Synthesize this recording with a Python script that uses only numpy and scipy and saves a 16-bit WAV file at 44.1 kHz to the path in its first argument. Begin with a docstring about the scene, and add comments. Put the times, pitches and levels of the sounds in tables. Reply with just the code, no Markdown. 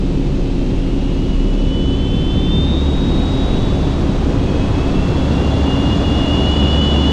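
"""Aerobatic dive from the wing

A camera on the wing of an aerobatic piston airplane hears it come over the top of a loop and dive.
Shaft-locked tones and uneven cylinder puffs make the drone of the nine-cylinder radial and its two-blade propeller.
Coloured noise makes the heavy slipstream, whose rush brightens as the airspeed builds.
Gaps and edges near the camera whistle, rise and jump between modes: wavering tones broken up by loose eddies."""
import sys
import numpy as np
from scipy import signal
from scipy.fft import rfft, irfft, next_fast_len
from scipy.io import wavfile
from scipy.ndimage import uniform_filter1d, minimum_filter1d, map_coordinates

SR = 44100
rng = np.random.default_rng(int(sys.argv[2]) if len(sys.argv) > 2 else 0)


def store_pcm(level_fs):
    """Save levels as 16-bit WAV."""
    pcm = np.round(np.clip(level_fs, -1, 1) * 32767).astype(np.int16)
    wavfile.write(sys.argv[1], SR, np.atleast_2d(pcm).T)


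N = 313992


def amp(db):
    """Decibels to gain."""
    return 10 ** (np.asarray(db) / 20)


def unit(x):
    """Scale to rms 1."""
    return x / np.sqrt(np.mean(x ** 2) + 1e-20)


def curves(rows):
    """One value per sample for each column after the time."""
    times, *columns = np.transpose(rows)
    return [np.interp(np.arange(N) / SR, times, column) for column in columns]


def wobble(rate):
    """A smooth random curve, rate knots a second."""
    knots = rng.standard_normal(int(N * rate / SR) + 4)
    return map_coordinates(knots, [np.arange(N) * rate / SR])


def eddies(rate):
    """Random swings of strength and phase, rate a second."""
    return wobble(rate) + 1j * wobble(rate)


def filtered(x, response):
    """x through a response given as a function of frequency."""
    size = next_fast_len(N + 8192)
    return irfft(rfft(x, size) * response(np.fft.rfftfreq(size, 1 / SR)), size)[:N]


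def coloured(x, spectrum):
    """x through (f/Hz, level/dB) points on a log axis, at rms 1; silent above the last point."""
    f, db = np.transpose(spectrum)

    def response(hz):
        """Gain read off the spectrum."""
        return amp(np.interp(np.log(hz + 1), np.log(f + 1), db, right=-np.inf))

    return unit(filtered(x, response))


def turbulence(spectrum, patchy_db):
    """Noise of rms 1 in which passing eddies lift patches of the spectrum."""
    cells = signal.stft(rng.standard_normal(N), nperseg=512)[2]
    patches = uniform_filter1d(rng.standard_normal(cells.shape), size=6, axis=0)  # across frequency
    patches = uniform_filter1d(patches, size=12, axis=1)  # across time
    noise = signal.istft(cells * amp(patchy_db * unit(patches)), nperseg=512)[1][:N]
    return coloured(noise, spectrum)


def by_airspeed(speed, ends_db, bend=1):
    """Gain of a layer between its slow and its fast level."""
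    slow_db, fast_db = ends_db
    return amp(slow_db + (fast_db - slow_db) * speed ** bend)


def plateau(start, end, ramp, height):
    """A lift that ramps up, holds and ramps down."""
    return curves([(start - ramp, 0), (start, height), (end, height), (end + ramp, 0)])[0]


def gliding_tone(rows):
    """Pitch and level along a curve, silent outside it."""
    times, hz, db = np.transpose(rows)
    t = np.arange(N) / SR
    return np.interp(t, times, hz), np.interp(t, times, db, left=-np.inf, right=-np.inf)


FADE_DB = 20  # fall per attack time before the hold, and per release time after it


def held_tone(row, unlock=0):
    """Pitch and level of a tone that fades in, holds and fades out as its pitch drifts; unlock in Hz/s2."""
    start, end, attack, release, hz, rise, db = row
    t = np.arange(N) / SR
    before, after = np.maximum(start - t, 0), np.maximum(t - end, 0)
    pitch = hz + rise * (t - start) + unlock * after ** 2
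    return pitch, db - FADE_DB * (before / attack + after / release)


def air_tone(hz, db, waver_hz, loose, rate, octave_db):
    """A flow-driven tone locked to a resonance; loose eddies, a little flat of it, beat against it and break it up."""
    t = np.arange(N) / SR
    phase = 2 * np.pi * np.cumsum(hz + waver_hz * wobble(rate / 5)) / SR
    flat = eddies(rate) * np.exp(-2j * np.pi * .15 * rate * t)
    tone = (1 + loose * flat) / np.sqrt(1 + 2 * loose ** 2) * np.exp(1j * phase)
    octave = amp(octave_db) * tone ** 2
    return amp(db) * unit(np.real(tone + octave))


# how firmly an edge tone locks: (its level/dB, share of loose eddies)
LOOSENESS = [(-50, .5), (-40, .3), (-32, .14), (-25, .07)]
WHISTLE_TRIM_DB = -2.5  # added to the steady, low and high edge whistles


def edge_tone(hz, db, octave_db=-44, choppy=1):
    """A whistle that is smooth when blown hard, choppy and smeared when weak."""
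    loose = choppy * np.interp(db, *np.transpose(LOOSENESS))
    return air_tone(hz, db, waver_hz=16 * loose, loose=loose, rate=85, octave_db=octave_db)


def shaft_tone(turns, multiple, waver_db):
    """A line of rms 1 locked to the crankshaft."""
    line = np.sin(2 * np.pi * (multiple * turns + rng.random()))
    return unit(amp(waver_db * wobble(4.0)) * line)


# passing swells of the propeller's tones: (from t/s, until t/s, multiple of the shaft speed, lift/dB)
SWELLS = [(1.357, 1.686, 1, 8.5), (1.803, 2.05, 2, 5), (2.555, 2.922, 2, 9), (5.203, 5.72, 2, 2),
          (6.5, 7.1, 2, 6.5)]


def swell(multiple):
    """Gain of the passing swells on one propeller tone."""
    lifts = [plateau(start, end, .032, db) for start, end, k, db in SWELLS if k == multiple]
    return amp(sum(lifts))


# once-a-turn shake and blade passing, before their swells: (level/dB at the top of the loop, level/dB in the full dive)
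SHAKE_DB = (-13.5, -29.5)
BLADE_DB = (-31, -16)


def propeller(turns, speed):
    """The airframe shakes once a turn, most when slow; two blades pass in each turn, louder when fast."""
    shake = swell(1) * shaft_tone(turns, 1, waver_db=1)
    blades = swell(2) * shaft_tone(turns, 2, waver_db=1)
    return by_airspeed(speed, SHAKE_DB, bend=2.7) * shake + by_airspeed(speed, BLADE_DB, bend=0.27) * blades


# engine drone before DRONE_DB: (multiple of the shaft speed, level/dB); 4.5 is the firing rate
ORDERS = [(3, -31.5), (3.5, -31.5), (4, -27.5), (4.5, -27.5), (5.5, -27), (7, -36), (8, -30.5), (10, -44),
          (10.5, -40)]
# tone of the exhaust stack: (f/Hz, relative level/dB)
STACK = [(40, -27), (110, -4.5), (300, 0.5), (430, -3), (560, -11), (750, -27.5), (1200, -44), (3000, -52),
         (8000, -84)]
# drone gain and exhaust level: (level/dB at the top of the loop, level/dB in the full dive)
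DRONE_DB = (0, -4)
EXHAUST_DB = (-26.5, -28.5)


def engine(turns, speed, uneven=0.23, scatter=0.6):
    """Nine cylinders fire in two turns, each with its own strength, over the drone of the strong orders."""
    cylinders = 9
    firings = np.flatnonzero(np.diff(np.floor(turns * cylinders / 2)))
    which = np.arange(len(firings)) % cylinders
    strengths = 1 + uneven * unit(rng.standard_normal(cylinders))[which]
    strengths = strengths + scatter * rng.standard_normal(len(firings))
    # each cylinder's puff takes its own path round the collector ring, up to 5 ms long
    paths = rng.integers(0, SR // 200, cylinders)
    puffs = np.bincount(firings + paths[which], strengths, N)[:N]
    exhaust = coloured(puffs, STACK)
    drone = sum(amp(db) * shaft_tone(turns, multiple, waver_db=1.5) for multiple, db in ORDERS)
    return by_airspeed(speed, DRONE_DB, bend=1.3) * drone + by_airspeed(speed, EXHAUST_DB, bend=1.8) * exhaust


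# spectra of the slipstream's bands, low to high: (f/Hz, relative level/dB per Hz)
BUFFET = [(3, -15), (12, 5.5), (28, 2.5), (50, 5), (90, -11.5), (250, -40)]
ROAR = [(10, -24), (35, -5), (60, 5.5), (105, 2), (180, -2.5), (240, -4), (300, -6), (400, -13.5),
        (550, -18), (800, -36.5), (2000, -78)]
RUSH = [(150, -33), (350, 0.5), (550, 5), (800, 3), (1200, -3), (2000, -12.5), (3000, -42), (5000, -41),
        (9000, -67)]
HISS = [(700, -19), (2000, -3.5), (2800, 1), (3900, -2), (5000, -8), (6500, -11), (7300, -15.5),
        (8300, -18), (9500, -26), (11200, -30), (12500, -35.5), (14500, -64)]
SIZZLE = [(2500, -12), (4000, -3), (4700, -6.5), (6000, -15.5), (9000, -49)]
# their levels before gust and pulsing: (level/dB at the top of the loop, level/dB in the full dive)
BUFFET_DB = (-16, -23)  # dies away as the flow straightens
ROAR_DB = (-18.5, -12.5)
RUSH_DB = (-38, -25.5)
HISS_DB = (-40.5, -35.5)
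SIZZLE_DB = (-61, -38.5)  # a sharper hiss that joins in the dive
# a gust over the camera lifts all but the buffet: (from t/s, until t/s, ramp/s, lift/dB)
GUST = (3.36, 3.4, 0.88, 1.43)


def slipstream(turns, speed, throb=0.036):
    """Turbulent noise: buffet on the housing, roar round the wing, and a rush and hiss that grow with airspeed."""
    buffet = by_airspeed(speed, BUFFET_DB, bend=4.0) * turbulence(BUFFET, patchy_db=-2.5)
    roar = by_airspeed(speed, ROAR_DB, bend=1.11) * turbulence(ROAR, patchy_db=1.5)
    rush = by_airspeed(speed, RUSH_DB, bend=0.79) * turbulence(RUSH, patchy_db=0.23)
    hiss = by_airspeed(speed, HISS_DB, bend=1.12) * turbulence(HISS, patchy_db=.5)
    sizzle = by_airspeed(speed, SIZZLE_DB, bend=2.5) * turbulence(SIZZLE, patchy_db=0.0)
    pulsing = 1 + throb * np.sin(2 * np.pi * turns)  # the hiss pulses once each turn of the shaft
    return buffet + amp(plateau(*GUST)) * (roar + rush + (hiss + sizzle) * pulsing)


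# airframe hums: (held from t/s, until t/s, attack/s, release/s, f/Hz, rise/Hz per s, level/dB)
HUMS = [(.9, 5.86, 11, .7, 268.1, 0.86, -26.5), (6.75, 7.12, 0.5, .1, 215.6, 16, -21),
        (7, 8.1, 0.22, .1, 269.3, -1, -24.5)]


def airframe_hums():
    """Low, fairly steady hums of the wing and camera mount in the airflow."""
    return sum(air_tone(*held_tone(row), waver_hz=0.457, loose=0.23, rate=10, octave_db=-44) for row in HUMS)


# steadier edge tones, one row each time a mode locks, levels before the trim:
# (held from t/s, until t/s, attack/s, release/s, f/Hz, rise/Hz per s, level/dB)
STEADY_WHISTLES = [(.7, 1.55, 4, 1.5, 2622, 28, -48.5), (2.05, 2.55, .4, .6, 2667, 55, -44.5),
                   (2.68, 3.5, .1, .7, 3760, 44, -32.7), (2.85, 3.2, .2, .2, 3396, 45, -43),
                   (3.38, 3.8, .35, .5, 3418, 125, -38.7)]


def steady_whistles():
    """Edge tones that lock for a while; as each lets go it slides up ever faster."""
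    tones = [held_tone(row, unlock=110) for row in STEADY_WHISTLES]
    return amp(WHISTLE_TRIM_DB) * sum(edge_tone(hz, db, choppy=.95) for hz, db in tones)


# lower whistle as the dive begins, jumping to a higher mode, before the trim: (t/s, f/Hz, level/dB)
LOW_WHISTLE = [(.5, 2720, -52), (1.05, 2875, -43), (1.58, 2965, -39), (1.68, 2980, -37),
               (1.72, 2984, -31.5), (1.945, 2998, -30), (1.97, 3048, -35), (2.08, 3058, -32),
               (2.36, 3072, -31), (2.6, 3108, -36.5), (2.75, 3145, -46), (3.1, 3200, -56)]


def low_whistle(speed):
    """A climbing edge tone, a loose cluster until the flow picks up."""
    frayed = np.interp(speed, [.06, .1], [1.5, 1])
    return amp(WHISTLE_TRIM_DB) * edge_tone(*gliding_tone(LOW_WHISTLE), choppy=frayed)


# higher whistle as the dive begins, jumping between modes, before the trim: (t/s, f/Hz, level/dB)
HIGH_WHISTLE = [(.5, 3180, -52), (1.1, 3250, -50), (1.55, 3375, -49), (1.72, 3412, -41), (2.03, 3445, -40),
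                (2.15, 3466, -36.5), (2.35, 3485, -34), (2.44, 3550, -31.5), (2.49, 3512, -31),
                (2.52, 3578, -25.5), (2.61, 3595, -24), (2.67, 3597, -30), (2.79, 3606, -30.5),
                (2.84, 3610, -48), (3.1, 3610, -56)]


def high_whistle():
    """A second edge tone that climbs above the first as air blows across the gaps near the camera."""
    return amp(WHISTLE_TRIM_DB) * edge_tone(*gliding_tone(HIGH_WHISTLE), choppy=.95)


# vortices shed by the mount: (held from t/s, until t/s, attack/s, release/s, f/Hz, rise/Hz per s, level/dB)
SHEDDING = [(1.95, 2.45, 0.33, .3, 109, 4, -25.5), (3.351, 3.85, .4, 0.24, 118.4, 4, -21.5),
            (4.348, 4.95, .4, 0.37, 104.2, 4, -21), (5.2, 6.6, 1.4, 1, 282.4, 8, -25.5)]


def shed_vortices():
    """Vortices peel off the mount at a rough, wavering rate, so eddies outweigh the steady tone."""
    return sum(air_tone(*held_tone(row), waver_hz=6, loose=1.3, rate=45, octave_db=-41) for row in SHEDDING)


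# steady whistle of the dive: (f/Hz and level/dB at full airspeed, Hz lower at no airspeed, bend of that law,
# dB lower at no airspeed, dB gained on locking)
DIVE_WHISTLE = (3437, -32.1, 560, 1.3, 29, 4)


def dive_whistle(speed, start_speed=0.617, lock_speed=0.925):
    """An edge tone that speaks by start_speed, climbs with the airspeed and grows fast as it locks on."""
    hz, db, flat_hz, bend, weaker_db, lock_db = DIVE_WHISTLE
    lack = np.maximum(1 - speed, 0)
    unlocked = np.interp(speed, [lock_speed, 1], [1, 0])
    hush_db = np.interp(speed, [start_speed / 2, start_speed], [40, 0])
    pitch = hz - flat_hz * lack ** bend
    level_db = db - weaker_db * lack - lock_db * unlocked - hush_db
    return edge_tone(pitch, level_db, octave_db=-20.5, choppy=.9)


# unstable edge tone with two close modes, before its trim: (t/s, f/Hz of the upper mode, level/dB of both)
SHRIEK = [(4.15, 2460, -53), (4.55, 2540, -43), (4.85, 2600, -41.5), (4.97, 2695, -39), (5.28, 2700, -41),
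          (5.38, 2780, -38), (5.5, 2805, -37), (5.59, 2800, -41), (5.71, 2855, -30.5), (5.95, 2855, -31),
          (5.97, 2830, -39), (6.06, 2858, -30.5), (6.16, 2855, -31), (6.3, 2890, -26.5),
          (6.45, 2890, -26.5), (6.5, 2920, -24.7), (6.79, 2915, -24.7), (6.81, 2950, -22.3),
          (6.93, 2942, -23.7), (6.98, 2915, -25), (7.12, 2938, -24)]
# it slips towards its lower mode, and the two beat: (from t/s, until t/s, added share of the lower mode 0-1)
SLIPS = [(5, 5.3, .4), (5.74, 5.76, .7), (6.22, 6.47, .26), (6.54, 6.57, .45), (6.63, 6.68, .68),
         (6.73, 6.79, .36), (6.955, 6.975, .65), (7.035, 7.06, .75)]
# eddies break it up while it is weak: (its level/dB, share of loose eddies)
SHRIEK_LOOSENESS = [(-40, .8), (-32, .38), (-24, .17)]
SHRIEK_TRIM_DB = -0.6
MODE_GAP_HZ, RESTING_SHARE, SLIP_RAMP_S = 68, .02, .015


def shriek(fray=.13, fray_rate=320, eddy_rate=90, gap_waver_hz=22, waver_hz=13):
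    """Two modes share one jet: their beat is flat-topped with narrow dips, and eddies fray it."""
    hz, db = gliding_tone(SHRIEK)
    slips = sum(plateau(start, end, SLIP_RAMP_S, part) for start, end, part in SLIPS)
    share = np.clip(RESTING_SHARE + slips, 0, 1)
    gap_hz = MODE_GAP_HZ + gap_waver_hz * wobble(MODE_GAP_HZ)
    beat = np.exp(-2j * np.pi * np.cumsum(gap_hz) / SR)
    loose = np.interp(db, *np.transpose(SHRIEK_LOOSENESS))
    modes = np.sqrt(1 - share) + np.sqrt(share) * beat
    swing = modes + loose * eddies(eddy_rate) + fray * eddies(fray_rate)
    swing = swing / np.sqrt(1 + 2 * loose ** 2)
    saturated = swing / np.sqrt(1 + np.abs(swing / 2) ** 2)  # flattens the tops of the beat
    upper = np.exp(2j * np.pi * np.cumsum(hz + waver_hz * wobble(eddy_rate / 2)) / SR)
    return amp(SHRIEK_TRIM_DB) * amp(db) * unit(np.real(saturated * upper))


# crankshaft: (t/s, turns per second)
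SHAFT = [(0, 34.3), (1.8, 35.05), (3.2, 35.66), (4, 35.76), (7.12, 35.55)]
# airspeed, the main control of the flow: (t/s, 0 at the top of the loop to 1 in the full dive)
AIRSPEED = [(0, 0), (1.8, .1), (3, .45), (4.2, .6), (4.8, .74), (5.7, .93), (6.8, 1), (7.12, 1)]


def scene():
    """Engine and propeller under the slipstream, with the tones that it excites."""
    turns = np.cumsum(curves(SHAFT)[0]) / SR
    speed, = curves(AIRSPEED)
    machine = propeller(turns, speed) + engine(turns, speed)
    air = slipstream(turns, speed) + airframe_hums() + shed_vortices()
    whistles = steady_whistles() + low_whistle(speed) + high_whistle() + dive_whistle(speed)
    return (machine + air + whistles + shriek())[None]


# the camera turns down surges of wind in the bass: (crossover f/Hz, threshold level/dB, share of the excess removed)
WIND_GUARD = (150, -20, .65)


def wind_guard(x):
    """Compress the bass wherever its level passes the threshold."""
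    hz, threshold_db, share = WIND_GUARD
    bass = filtered(x, lambda f: 1 / (1 + (f / hz) ** 4))
    power = np.abs(uniform_filter1d(uniform_filter1d(bass ** 2, size=3000), size=2000))
    excess = np.maximum(np.sqrt(power) / amp(threshold_db), 1)
    return x + bass * (excess ** -share - 1)


TOP_HZ = 15000  # band limit


def record(dry, ceiling=0.72):
    """The camera evens out the bass and limits the peaks; nothing is kept above its band limit."""
    x = wind_guard(dry[0])
    needed = np.minimum(1, ceiling / (np.abs(x) + 1e-9))
    gain = uniform_filter1d(minimum_filter1d(needed, size=600), size=400)
    return filtered(x * gain, lambda hz: hz < TOP_HZ)[None]


dry = scene()
out = record(dry)
store_pcm(out)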